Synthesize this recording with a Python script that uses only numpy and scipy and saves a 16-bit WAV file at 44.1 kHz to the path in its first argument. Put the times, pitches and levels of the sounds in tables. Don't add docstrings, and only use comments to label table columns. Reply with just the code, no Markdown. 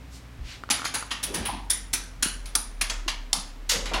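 import sys
import numpy as np
from scipy import signal
from scipy.fft import rfft, irfft, next_fast_len
from scipy.io import wavfile

SR = 44100
rng = np.random.default_rng(int(sys.argv[2]) if len(sys.argv) > 2 else 0)


def to_wav(s):
    ch = np.atleast_2d(s).T
    pcm = np.round(np.clip(ch, -1, 1) * 32767)
    wavfile.write(sys.argv[1], SR, pcm.astype(np.int16))


N = 176400


def undb(db):
    return 10 ** (np.asarray(db) / 20)


def unit(x):
    return x / np.sqrt(np.sum(x ** 2) + 1e-18)


def curve(hz, points):
    knot_hz, values = np.array(points, float).T
    return np.interp(np.log(np.maximum(hz, 1)), np.log(knot_hz), values)


def eq(x, gain_db):
    n = 2 * next_fast_len(len(x))
    hz = np.arange(n // 2 + 1) * SR / n
    cepstrum = irfft(np.log(undb(gain_db(hz))), n)
    cepstrum[1:n // 2] *= 2
    cepstrum[n // 2 + 1:] = 0
    return irfft(rfft(x, n) * np.exp(rfft(cepstrum)), n)[:len(x)]


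def noise_band(n, hz, octaves):
    f = np.maximum(np.arange(n // 2 + 1) * SR / n, 1)
    bell = np.exp(-.5 * (np.log2(f / hz) / octaves) ** 2)
    return unit(irfft(rfft(rng.standard_normal(n)) * bell, n)) * np.sqrt(n)


def modes(table, t):
    return sum(undb(db) * np.sin(2 * np.pi * hz * t) * np.exp(-np.log(1000) * t / t60)
               for hz, db, t60 in table)


def add(out, start, x):
    i = int(start * SR)
    out[i:i + len(x)] += x[:N - i]


# (frequency [Hz], relative level [dB])
AIR_EQ = [(110, -22), (180, -15.5), (506, -18.5), (2110, -22.5), (16000, -44.5)]

def room_air():
    air = unit(eq(rng.standard_normal(N), lambda f: curve(f, AIR_EQ))) * np.sqrt(N)
    return undb(-52.5) * air + undb(-58) * noise_band(N, hz=258, octaves=0.14)


# (time [s], pitch [Hz], level [dB])
HUM = [(0, 61.54, -44), (.6, 57.24, -52.5), (1.649, 46.2, -39), (2.169, 42.34, -43), (2.401, 41.34, -36.5),
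       (2.65, 39.44, -39.5), (2.95, 36.14, -32.5), (3.5, 34.9, -41), (4., 40.7, -31)]
# (time [s], level [dB])
RUMBLE = [(2.3, -52), (2.55, -58.5)]

def hum():
    t = np.arange(N) / SR
    times, hz, db = np.array(HUM).T
    phase = 2 * np.pi * np.cumsum(np.interp(t, times, hz)) / SR
    waver_db = 1.6 * noise_band(N, hz=7.4, octaves=1)
    tone = np.sqrt(2) * undb(np.interp(t, times, db) + waver_db) * np.sin(phase)
    rumble = noise_band(N, hz=82, octaves=1) + np.sin(2 * phase)
    return tone + undb(np.interp(t, *np.array(RUMBLE).T)) * rumble


# (frequency [Hz], t60 [s])
STAIRWELL_T60 = [(200, 0.31), (600, 0.45), (1400, 0.48), (4000, 0.37), (7000, 0.4), (10000, .31),
                 (15000, 0.16)]

def stairwell(t, rise_s=0.0038):
    f = np.arange(len(t) // 2 + 1) * SR / len(t)
    spectrum = rfft(rng.standard_normal(len(t)))
    edges = np.r_[0, np.geomspace(200, SR / 2, 24)]
    tail = np.zeros(len(t))
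    for low, high in zip(edges, edges[1:]):
        t60 = curve((low + high) / 2, STAIRWELL_T60)
        tail += irfft(spectrum * (f >= low) * (f < high), len(t)) * np.exp(-np.log(1000) * t / t60)
    return unit(tail * (1 - np.exp(-t / rise_s)))


# (peak time [s], level [dB], centre [Hz], width [octaves], half length [s])
SCUFFS = [(0.155, -49.5, 5070, 0.73, 0.026), (0.514, -43, 2870, 0.86, 0.04), (1.37, -38, 296, 1, 0.07),
          (1.486, -42.5, 2860, 0.63, 0.072)]
# (time [s], level [dB], centre [Hz], width [octaves], decay [s])
THUMPS = [(.39, -32.5, 44.3, 0.57, 0.063), (.701, -27.5, 240, 0.36, 0.012),
          (.702, -29.5, 830, 0.064, 0.023), (1.349, -35, 72.6, 0.69, 0.093), (1.409, -29, 233, 0.28, 0.015),
          (1.482, -30.5, 870, 0.28, 0.058), (1.525, -35.5, 244, 0.31, 0.052),
          (2.259, -23.5, 270, 0.64, 0.0061), (3.062, -36.5, 281.5, 0.18, .02),
          (3.372, -37, 195, 0.38, 0.017), (2.906, -37, 590, 0.34, 0.013), (3.72, -34, 526, 0.14, 0.069),
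          (3.75, -38, 150, 2.1, 0.13), (3.912, -31.5, 477, 1.07, 0.082), (3.955, -32, 827, 0.31, 0.091)]

def scuffs_and_thumps(attack_s=0.0018, reverb_db=-9):
    out, t = np.zeros(N), np.arange(SR // 2) / SR
    for start, db, hz, octaves, decay in THUMPS:
        envelope = (1 - np.exp(-t / attack_s)) * np.exp(-t / decay)
        thump = unit(noise_band(len(t), hz, octaves) * envelope) * np.linalg.norm(envelope)
        add(out, start, undb(db) * thump)
    for peak, db, hz, octaves, half_length in SCUFFS:
        swell = np.exp(-.5 * ((np.arange(N) / SR - peak) / half_length) ** 2)
        out += undb(db) * noise_band(N, hz, octaves) * swell
    return out + undb(reverb_db) * signal.fftconvolve(out, stairwell(t))[:N]


# (time [s], peak level [dB])
TICKS = [(0.6368, -22), (0.6909, -22.5), (0.796, -23), (0.819, -20.5), (.831, -26), (.844, -20.5),
         (0.857, -18), (1.026, -21.5)]
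# (frequency [Hz], relative level [dB], t60 [s])
TICK_MODES = [(1213, 9, 0.039), (1366, 19.5, 0.017), (1760, 6, 0.015), (2800, 4, 0.011)]

def ticks(crack_db=6.5, crack_decay_s=0.0013):
    out, t = np.zeros(N), np.arange(SR // 20) / SR
    for start, db in TICKS:
        crack = noise_band(len(t), hz=2500, octaves=1) * np.exp(-t / crack_decay_s)
        tick = modes(TICK_MODES, t) + undb(crack_db) * crack
        add(out, start, undb(db) * tick / np.abs(tick).max())
    return out


def wood_db(hz, ripple_db=4.5, spacing_hz=129.6):
    grid = np.arange(256) * spacing_hz
    return ripple_db * np.interp(hz, grid, rng.uniform(-1.12, 1, len(grid)))


def comb_db(hz, delay_ms, rolloff_hz=9000):
    strength = 0.5 * (delay_ms > 0) * np.exp(-(hz / rolloff_hz) ** 2)
    return 20 * np.log10(np.abs(1 + strength * np.exp(2j * np.pi * hz * delay_ms / 1000)))


# (frequency [Hz], relative level [dB], t60 [s])
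RING_MODES = [(9700, -2, 0.069), (9773, 4.5, 0.074), (9860, -2, 0.076), (11710, -8.5, 0.048)]

def ring(t, since_walls, paths, detune=0.00085, direct_gain=0.61):
    partials = [(hz * (1 + detune * rng.standard_normal()), db, t60) for hz, db, t60 in RING_MODES]
    reflected = unit(signal.fftconvolve(modes(partials, t), paths)[:len(t)])
    direct = unit(modes(partials, np.maximum(since_walls, 0)))
    return unit(reflected + direct_gain * direct)


# (time [s], wall lag [ms], clatter decay [ms], click gain [dB], bass [dB],
# treble [dB], top [dB], ring level [dB], tail send [dB], comb delay [ms; 0 for none])
BOUNCES = [(.701, 7.3, 9.2, 14, -1, -3, -21.5, 5.5, -5, 0),
           (.846, 5.3, 22, 4.5, 0, -1.5, -25, -7.5, -4.5, 0.043),
           (.939, 6.2, 16, 5.5, 4.5, -1, -16, 1, -2.5, 0), (1.107, 8, 13, 9, -0.5, -8.5, -38, -10, -3, 0),
           (1.229, 7.4, 8.6, 6, -3.5, -4, -7.5, 1, -3, 0),
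           (1.34, 5.3, 24, 2.5, 1, 2.5, -10, -0.5, -1.5, 0.066),
           (1.452, 6.3, 16, 3.5, -2.5, -12.5, -8, 0, -2, 0.064),
           (1.699, 4.5, 14, 8.5, -5, -0.5, -13, 9.5, -6, 0.55),
           (1.931, 4.4, 12, 6.5, 2, 4, -7, 1, -6.5, 0.51),
           (2.225, 3.44, 5.5, 13.5, -5, -4, -15, 6, -5.5, 0.7),
           (2.457, 0.69, 10, -9, -5, 0, -14, -15.5, -3.5, 0.071),
           (2.552, .4, 6, 8, 2, 2, -6.5, 7.5, -10.5, 0.2),
           (2.811, 1.9, 10, 9.5, -2, -2.5, -18, 2.5, -8, 0.046),
           (2.897, 1.7, 9.5, 7, -2.5, 1, -29, -17, -6.5, 0.09),
           (3.079, 1.26, 17.3, 10, -3.5, -4.5, -29, -11.5, -9.5, 0.048),
           (3.3298, 0.65, 2.7, 9.5, 1.5, 1.5, -17.5, 1.5, -6.5, 0.24),
           (3.692, 3.5, 13, 13, -6, -0.5, -13.5, -15, 1, 0),
           (3.712, 1.45, 27, 11, -2.5, -3.5, -18.5, -10, -2, 0),
           (3.856, 0.63, 6, 4, -3, -5, -32, -24, 0.5, 0.076),
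           (3.935, .5, 20, 11, 1.5, -10.5, -30, -17, 1, 0)]
# (bass [Hz], middle [Hz], treble [Hz], top [Hz])
BAND_HZ = [1300, 3200, 6600, 14000]
# (frequency [Hz], gain [dB])
TREAD_EQ = [(60, -28.5), (260, -4), (450, -14.5), (680, -6.5), (900, -1.5), (1500, -2), (6500, 3.5),
            (16000, 0)]
# (frequency [Hz], gain [dB])
TAIL_EQ = [(200, 6), (1500, 5.5), (5000, 2.5), (8000, -1), (11000, 5.5), (15000, 1)]

def bounces(lead_db=-8.5, ring_tail_db=-1):
    out, t = np.zeros(N), np.arange(SR // 2) / SR
    for start, lag_ms, decay_ms, click_db, bass, treble, top, ring_db, tail_db, comb_ms in BOUNCES:
        since_walls = t - lag_ms / 1000
        clatter = np.exp(-np.abs(since_walls) / (decay_ms / 1000))
        envelope = np.where(since_walls < 0, undb(lead_db), clatter)
        early = unit(rng.standard_normal(len(t)) * envelope)
        tail = undb(tail_db) * eq(stairwell(t), lambda f: curve(f, TAIL_EQ))
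        hit_eq = list(zip(BAND_HZ, (bass, 0, treble, top)))
        knock = unit(eq(early + tail, wood_db))
        click = eq(knock, lambda f: curve(f, hit_eq) + curve(f, TREAD_EQ) + comb_db(f, comb_ms))
        add(out, start, undb(click_db) * click)
        ring_paths = early + undb(ring_tail_db) * tail
        add(out, start, undb(ring_db) * ring(t, since_walls, ring_paths))
    return out


def scene():
    return (bounces() + scuffs_and_thumps() + ticks() + hum() + room_air())[None]


def record(dry, cutoff_hz=15900):
    return signal.sosfilt(signal.ellip(10, .2, 80, cutoff_hz, fs=SR, output="sos"), dry)


dry = scene()
out = record(dry)
to_wav(out)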